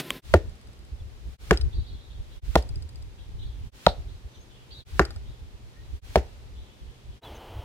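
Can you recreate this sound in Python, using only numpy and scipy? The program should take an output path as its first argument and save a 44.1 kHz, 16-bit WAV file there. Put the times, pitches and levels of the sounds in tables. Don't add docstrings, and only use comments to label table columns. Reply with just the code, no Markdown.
import sys
import numpy as np
from scipy import signal
from scipy.fft import rfft, irfft, next_fast_len
from scipy.io import wavfile

SR = 44100
rng = np.random.default_rng(int(sys.argv[2]) if len(sys.argv) > 2 else 0)


def inscribe(sig):
    pcm = np.round(np.clip(np.atleast_2d(sig).T, -1, 1) * 32767)
    wavfile.write(sys.argv[1], SR, pcm.astype(np.int16))


N = 336922


def amp(db):
    return 10 ** (np.asarray(db) / 20)


def rms_one(x):
    return x / np.sqrt(np.mean(x ** 2) + 1e-20)


def in_time(rows):
    s, *columns = np.transpose(rows)
    return [np.interp(np.arange(N) / SR, s, c) for c in columns]


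def at_hz(points, hz):
    point_hz, values = np.array(points).T
    return np.interp(np.log(hz), np.log(point_hz), values)


def drift(rate_hz):
    r = np.exp(-2 * np.pi * rate_hz / SR)
    settled = signal.lfilter([1], [1, -2 * r, r * r], rng.standard_normal(N + SR))[SR:]
    return rms_one(settled)


# pitch_hz, likeness (-1 to 1)
LIKENESS = [(30, 0.98), (130, 0.94), (300, 0.72), (640, 0.21), (1400, -0.18), (3000, 0), (16000, -0.013)]


def noise(colour, likeness=LIKENESS):
    size = next_fast_len(N)
    hz = np.maximum(np.fft.rfftfreq(size, 1 / SR), 1)
    alike = np.clip(at_hz(likeness, hz), -1, 1)
    gain = (hz > colour[0][0]) * amp(at_hz(colour, hz))
    mid, side = rfft(rng.standard_normal((2, size))) * gain
    mid, side = np.sqrt(1 + alike) * mid, np.sqrt(1 - alike) * side
    return rms_one(irfft(mid + side * [[1], [-1]], size)[:, :N])


def clicks_at(times, db):
    out = np.full(N, 1e-18)
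    out[np.round(np.asarray(times) * SR).astype(int)] = amp(db)
    return out


def ring(clicks, hz, t60):
    r, w = amp(-60 / (t60 * SR)), 2 * np.pi * hz / SR
    return signal.lfilter([0, np.sin(w)], [1, -2 * r * np.cos(w), r * r], clicks + 1e-18)


def body(modes, knocks):
    return sum((-1) ** k * amp(db) * ring(knocks, hz, t60) for k, (hz, db, t60) in enumerate(modes))


def swell(ms, hz, peak_ms, sharp, fall=0):
    rise, keep = ms / peak_ms, 1 - np.clip(fall, 0, .7)
    cycles = hz * peak_ms / 1000 * (rise ** keep - 1) / keep
    return (rise * np.exp(1 - rise)) ** sharp * np.cos(2 * np.pi * cycles)


RIGHT_LAG_S = 0.00011
SHADE_HZ, SHADE_SHARE = 4000, 0.34


def from_left(x):
    n = np.arange(N)
    around = signal.butter(1, [SHADE_HZ / 2, SHADE_HZ * 2], "band", fs=SR, output="sos")
    shaded = x - SHADE_SHARE * signal.sosfilt(around, x)
    return np.array([x, np.interp(n - RIGHT_LAG_S * SR, n, shaded)])


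STRING_DB, STRING_T60_S = -27, 0.046


def string_snap():
    t = np.arange(N) / SR
    return amp(STRING_DB - 60 * np.minimum(t, 1) / STRING_T60_S) * noise(FLIGHT)[0]


# time_s, level_db
ARCHER_WASH = [
    [(0.0, -32), (0.024, -43), (0.14, -42), (0.215, -45)],
    [(7.208, -43), (7.29, -46), (7.414, -47), (7.64, -47.5)],
]
# pitch_hz, level_db (per Hz)
RELEASE_COLOUR = [(76, -20), (130, -7), (298, -6), (945, -23.5), (1020, -11), (1110, -32), (1280, -20.5),
                  (3590, -20.5), (6730, -34), (14800, -28.5), (16400, -46)]
# pitch_hz, level_db (per Hz)
ARCHER_COLOUR = [(76, -34), (130, 1.5), (144, -9.5), (456, -3.5), (515, -5.5), (907, -3.5), (1050, -10.5),
                 (1880, -19), (2700, -17.5), (3060, -12), (3500, -20), (4680, -26), (6330, -30.5),
                 (7450, -34), (14800, -34), (16400, -27)]


def archer_wash():
    first, last = [amp(in_time(part)[0]) for part in ARCHER_WASH]
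    opening = first * noise(RELEASE_COLOUR)[0]
    closing = last * noise(ARCHER_COLOUR)[0]
    return np.where(np.arange(N) / SR < 1, opening, closing)


FAR_STRIKE_S, FAR_STRIKE_DB = .1052, -11
# pitch_hz, level_db (over the strike), t60_s
FAR_MODES = [(576, -18, 0.022), (1090, -14, 0.023), (2210, 1, 0.0036), (3220, -2, 0.009),
             (7360, -4.5, 0.0014), (11800, -3.5, 0.0005)]


def far_strike():
    return body(FAR_MODES, clicks_at([FAR_STRIKE_S], FAR_STRIKE_DB))


def archer():
    return archer_wash() + string_snap() + far_strike()


LUMPS_DB, LUMPS_PER_S = 5.5, 9.9
# time_s, level_db
WIND = [(0, -68), (.18, -55), (.32, -34), (.8, -43), (1.07, -33), (1.3, -41), (1.48, -29), (1.8, -28.5),
        (2.0, -35), (2.33, -39.5), (2.55, -34.5), (2.83, -24.5), (2.9, -38.5), (3.35, -38), (3.41, -28),
        (3.68, -36), (3.8, -45), (4.03, -35), (4.25, -50), (4.9, -41), (5.35, -37), (5.5, -42.5),
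        (5.9, -38), (6.4, -46), (6.8, -39), (7.4, -49), (7.64, -44.5)]
# pitch_hz, level_db (per Hz)
WIND_COLOUR = [(12, -35.5), (20, -10.5), (43, -1), (64, 0.5), (109, -10.5), (145, -24), (252, -34.5),
               (400, -34), (520, -65.5), (880, -120)]
# pitch_hz, likeness (-1 to 1)
WIND_LIKENESS = [(25, 0.12), (60, .15), (150, 0.58), (400, 0.4)]


def wind():
    shared_db = LUMPS_DB * drift(LUMPS_PER_S)
    own_db = 0.91 * np.array([drift(5.5), drift(16.0)])
    lumpy = noise(WIND_COLOUR, WIND_LIKENESS) * amp(shared_db + own_db)
    return amp(in_time(WIND)[0]) * rms_one(lumpy)


FLIGHT_DB, FLIGHT_RISE_S = -50, 0.14
# pitch_hz, level_db (per Hz)
FLIGHT = [(500, -8.5), (1500, -3.5), (3500, -3), (7000, -10), (16000, -18)]


def flight():
    ahead = np.array([row[0] - np.arange(N) / SR for row in STRIKES])
    approach = np.sum((ahead > 0) * np.exp(-np.abs(ahead) / FLIGHT_RISE_S), 0)
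    return amp(FLIGHT_DB) * approach * noise(FLIGHT)


LEAVES_DB, AFTER_STRIKE_DB, AFTER_STRIKE_S = -55, 6.5, 0.14
# pitch_hz, level_db (per Hz)
LEAF_COLOUR = [(76, -24), (130, 0.5), (147, -20), (183, -10.5), (310, -15), (404, -13.5), (670, -20.5),
               (837, -20.5), (1310, -24.5), (3980, -26), (15100, -44), (16400, -60)]


def leaves():
    since = np.array([np.arange(N) / SR - row[0] for row in STRIKES])
    lift_db = AFTER_STRIKE_DB * np.sum((since > 0) * np.exp(-np.abs(since) / AFTER_STRIKE_S), 0)
    return amp(LEAVES_DB + lift_db + 0.28 * drift(6.)) * noise(LEAF_COLOUR)


SPIKE_MS = 0.057


def tip_crack(ms, grit, crack_db, crack_hz, crest_ms, spike_db, tip_hz, tip_db):
    rise = ms / crest_ms
    burst = -amp(crack_db) * np.sin(2 * np.pi * crack_hz * ms / 1000) * rise * np.exp(1 - rise)
    spike = -np.exp(-np.abs(ms - .3) / SPIKE_MS)
    gritty = 0.06 * grit * np.exp(-ms / 1.2)
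    tip_ring = amp(tip_db) * swell(ms, tip_hz, 0.298, 1)
    return burst + amp(spike_db) * (spike + gritty) - tip_ring


BOOM_FALL, BOOM_ROUGH = 0.31, 0.49


def block_boom(ms, grit, boom_hz, boom_db, crest_ms, sharp):
    roughness = rms_one(signal.sosfilt(signal.butter(2, 300, fs=SR, output="sos"), grit))
    return amp(boom_db) * swell(ms, boom_hz, crest_ms, sharp, BOOM_FALL) * (1 + BOOM_ROUGH * roughness)


THUD_CREST_CYCLES = 1.45


def stack_thud(ms, thud_hz, thud_db):
    return amp(thud_db) * swell(ms, thud_hz, THUD_CREST_CYCLES / thud_hz * 1000, 3.1)


def strike(row, grit):
    ms = np.arange(SR // 2) / SR * 1000
    lawn_ms, lawn_db = row[7:9]
    crack = tip_crack(ms, grit, *row[1:7])
    boom = block_boom(ms, grit, *row[9:13])
    thud = stack_thud(ms, *row[13:15])
    lawn = amp(lawn_db) * np.interp(ms - lawn_ms, ms, crack, left=0)
    return crack + boom + thud, lawn


CRUNCH_DB, CRUNCH_MS, YARD_DB = -21.5, 4.7, -12.5
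# time_s, crack_db, crack_hz, crack_crest_ms, tip_spike_db, tip_ring_hz, tip_ring_db,
#     lawn_echo_ms, lawn_echo_db (over the crack), boom_hz (at its crest), boom_db, boom_crest_ms,
#     boom_sharpness (exponent), thud_hz, thud_db, shaft_knock_db
STRIKES = [(0.3387, -12, 734, 0.32, -4, 1596, -13, 1.98, 9.5, 454, -7, 6.55, 1.4, 78.9, -10, -26.5),
           (1.5092, -4, 1416, 0.4, 0, 3000, -20, 1.79, -2, 455, -14.5, 10.4, 1.63, 60.5, -16, -31),
           (2.555, -6.5, 1530, 0.09, 0, 3270, -16, 1.52, 3, 646, -5.5, 7.1, 22, 60.8, -15.5, -30),
           (3.8647, -11, 1283, 0.83, -7.5, 3900, -6, 1.57, 1.5, 643, -1, 6.5, 22.6, 62.4, -21.5, -37),
           (4.9944, 2, 1396, 0.31, -5, 4710, -24.5, 1.8, -9.5, 430.6, -11.5, 8.87, 2.3, 62, -18, -23.5),
           (6.1571, -4, 758, 1, -2, 1790, -14.5, 1.81, -5, 545, -11.5, 7.4, 1.16, 63.4, -16, -39)]
# pitch_hz, level_db (before a random offset per strike), t60_s
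FOAM = [(183, -17, 0.063), (338, -22.5, 0.06), (434, -20.5, 0.088), (712, -18.5, .06), (936, -21.5, 0.046)]
# pitch_hz, level_db (over the knock), t60_s
KNOCK = [(630.8, -0.5, 0.085), (816, -2, 0.11), (1193, -2, 0.059), (1422, 8.5, 0.029), (1820, -8, 0.16),
         (2204, -11.5, 0.038)]
# pitch_hz, level_db (per Hz)
CRUNCH_COLOUR = [(150, -10), (600, -21.5), (1500, -11), (4000, -11), (8000, -22), (16000, -36)]


def strikes():
    dry, sent, crunch = np.zeros(N + SR), np.zeros(N + SR), np.zeros(N)
    grits = rng.standard_normal((len(STRIKES), SR // 2))
    for row, grit in zip(STRIKES, grits):
        start = round(row[0] * SR)
        sound, lawn = strike(row, grit)
        dry[start:start + SR // 2] += sound + lawn
        sent[start:start + SR // 2] += amp(YARD_DB) * sound
        since_ms = np.arange(N - start) / SR * 1000
        crunch[start:] += amp(CRUNCH_DB) * np.exp(-since_ms / CRUNCH_MS)
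    times = [row[0] + 0.00297 for row in STRIKES]
    offsets_db = rng.normal(0, 3.3, (len(STRIKES), len(FOAM)))
    foam = np.zeros(N)
    for k, (hz, db, t60) in enumerate(FOAM):
        foam += ring(clicks_at(times, db + offsets_db[:, k]), hz, t60)
    knock = body(KNOCK, clicks_at(times, [row[-1] for row in STRIKES]))
    return from_left(dry[:N] + foam + knock) + crunch * noise(CRUNCH_COLOUR) + yard(sent)


# delay_ms, level_db (against each other), smear_ms, dull_above_hz
YARD = [(15.59, 13.5, 11, 9300), (46.7, -2, 23, 2300), (89.8, -26, 73, 3000)]
# pitch_hz, level_db (per Hz)
YARD_COLOUR = [(100, -21.5), (300, -3.5), (1000, -5.5), (4000, 3), (8000, 10), (16000, -0.5)]


def yard(x):
    ms = np.arange(SR // 2) / SR * 1000
    response = np.zeros((2, SR // 2))
    scatter = noise(YARD_COLOUR, [(300, 1.0), (1500, 0.22), (5000, 0.19)])[:, :SR // 2]
    for delay_ms, echo_db, smear_ms, dull_hz in YARD:
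        since = np.maximum(ms - delay_ms, 0) / smear_ms
        r = np.exp(-2 * np.pi * dull_hz / SR)
        dulled = signal.lfilter([1 - r], [1, -r], scatter)
        response += amp(echo_db) * np.sqrt(since) * np.exp(-since) * dulled
    unit_energy = response / np.sqrt(np.sum(response ** 2) / 2)
    return signal.fftconvolve(x[None], unit_energy)[:, :N]


RATTLE_MS = 4.2
# first_tap_s, last_tap_s, swing_s,
#     first_rattle_db, last_rattle_db, two_lowest_modes_db (over the rattle), knock_db (over the rattle)
WAGS = [(.4945, .8492, .0591, -58.5, -58.5, -8, -14), (1.5733, 1.6118, .0385, -40, -43, 4, -20),
        (2.6235, 3.0235, .0667, -48, -54, -2, -18), (5.0508, 5.1607, .055, -40, -52, 0, -3)]
# pitch_hz, level_db (over the rattle), t60_s
SHAFT = [(3720, 1, 0.0012), (4900, 0.5, 0.0055), (6300, -7.5, 0.001), (7900, -4.5, 0.0017),
         (10100, -8, 0.0011), (12800, -11, 0.00082)]


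def taps():
    rows = []
    for first, last, swing, first_db, last_db, *rest in WAGS:
        for p in np.linspace(0, 1, round((last - first) / swing) + 1):
            rows.append((first + p * (last - first), first_db + p * (last_db - first_db), *rest))
    s, rattle_db, low_db, knock_db = np.transpose(rows)
    grit = rng.standard_normal(N)
    decay = np.exp(-1000 / SR / RATTLE_MS)
    high = signal.lfilter([1], [1, -decay], clicks_at(s, rattle_db)) * grit
    low = signal.lfilter([1], [1, -decay], clicks_at(s, rattle_db + low_db)) * grit
    knock = body(KNOCK, clicks_at(s, rattle_db + knock_db))
    return from_left(body(SHAFT[:2], low) + body(SHAFT[2:], high) + knock)


CHATTER_FLOOR_DB, CHATTER_RISE_S = -80, 0.014
CHATTER_SAG_PER_S = 0.53
# time_s, level_db, fading_s (e-fold), centre_hz (as it starts)
CHATTER = [(.9, -91, .3, 3498), (1.32, -63, 0.036, 4058), (1.721, -54, 0.16, 4100), (1.86, -59, 0.22, 4040),
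           (2.1, -52, 0.028, 3677), (2.31, -60, 0.17, 3537), (3.178, -56.5, 0.053, 3546),
           (3.381, -53.5, 0.13, 3675), (4.079, -57.5, 0.044, 3920), (4.34, -58, .05, 3483),
           (4.5, -61, 0.19, 3305), (4.701, -49.5, 0.26, 3990), (5.25, -59, 0.09, 3730),
           (5.8, -66, 0.17, 3583), (6.55, -60.5, .3, 3603), (7.11, -67, 0.04, 3450)]


def bouts():
    t = np.arange(N) / SR
    level = np.full(N, amp(CHATTER_FLOOR_DB))
    for s, db, fading, hz in CHATTER:
        since = np.maximum(t - s, 0)
        before_dip = t < min(dip for dip in DIPS_S if dip > s)
        level += amp(db) * np.minimum(since / CHATTER_RISE_S, 1) * np.exp(-since / fading) * before_dip
    starts, pitches = np.array(CHATTER)[:, [0, 3]].T
    now = np.maximum(np.searchsorted(starts, t) - 1, 0)
    return level, pitches[now] * (1 - CHATTER_SAG_PER_S * np.clip(t - starts[now], 0, .25))


WARBLE = .09
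TREES_T60_S = 0.15


def chatter():
    level, centre_hz = bouts()
    song = np.zeros(N)
    for voice in range(4):
        hz = centre_hz * (1 + WARBLE * drift(30.0))
        song += amp(3.4 * drift(25.)) * np.sin(2 * np.pi * np.cumsum(hz) / SR)
    t = np.arange(SR // 4) / SR
    scatter = rng.standard_normal((2, len(t))) * amp(-60 * t / TREES_T60_S)
    return level * rms_one(signal.fftconvolve(song[None], scatter)[:, :N])


# time_s, length_s, from_hz, to_hz, level_db (before flutter), pan_db (left over right)
GLIDES = [(0.99, 0.037, 3600, 3280, -62, 4.5), (4.287, 0.2, 5550, 6470, -68, 14),
          (4.331, 0.04, 3900, 3480, -61.5, -1), (4.356, 0.048, 3200, 3020, -61, 0.),
          (5.744, 0.1, 1660, 1920, -63.5, 3.5), (7.226, 0.029, 3730, 3960, -50, 1),
          (7.24, 0.048, 3600, 3340, -49.5, 0.), (7.343, 0.04, 6900, 6200, -55.5, 5)]


def glides():
    out = np.zeros((2, N))
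    wobble = 1 + .012 * drift(50.)
    flutter = amp(4.1 * drift(64.0))
    for s, length, from_hz, to_hz, db, pan_db in GLIDES:
        part = np.clip((np.arange(N) / SR - s) / length, 0, 1)
        hz = wobble * (to_hz + (from_hz - to_hz) * (1 - part) ** 2.0)
        tone = np.sin(2 * np.pi * np.cumsum(hz) / SR)
        out += amp(db) * flutter * np.sin(np.pi * part) * tone * amp([[pan_db / 2], [-pan_db / 2]])
    return out


DIP_GAP_S, DIP_HALF_S = 0.0035, 0.037
DIPS_S = [.213, 1.376, 2.41, 3.711, 4.844, 6.01, 7.211]


def scene():
    t = np.arange(N) / SR
    by_stack = (t > DIPS_S[0]) & (t < DIPS_S[-1])
    gusts = wind()
    by_archer = archer() + 2.8 * gusts.mean(0)
    near = gusts + flight() + leaves() + strikes() + taps()
    mix = np.where(by_stack, near, by_archer) + chatter() + glides()
    ramps = [np.clip((np.abs(t - s) - DIP_GAP_S) / DIP_HALF_S, .03, 1) ** 1.15 for s in DIPS_S]
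    return mix * np.prod(ramps, 0)


CEILING, CUTOFF_HZ = 1, 16300


def record(dry):
    rounded = dry / (1 + (np.abs(dry) / CEILING) ** 6) ** (1 / 6)
    return signal.sosfilt(signal.cheby2(22, 60, CUTOFF_HZ, fs=SR, output="sos"), rounded)


dry = scene()
out = record(dry)
inscribe(out)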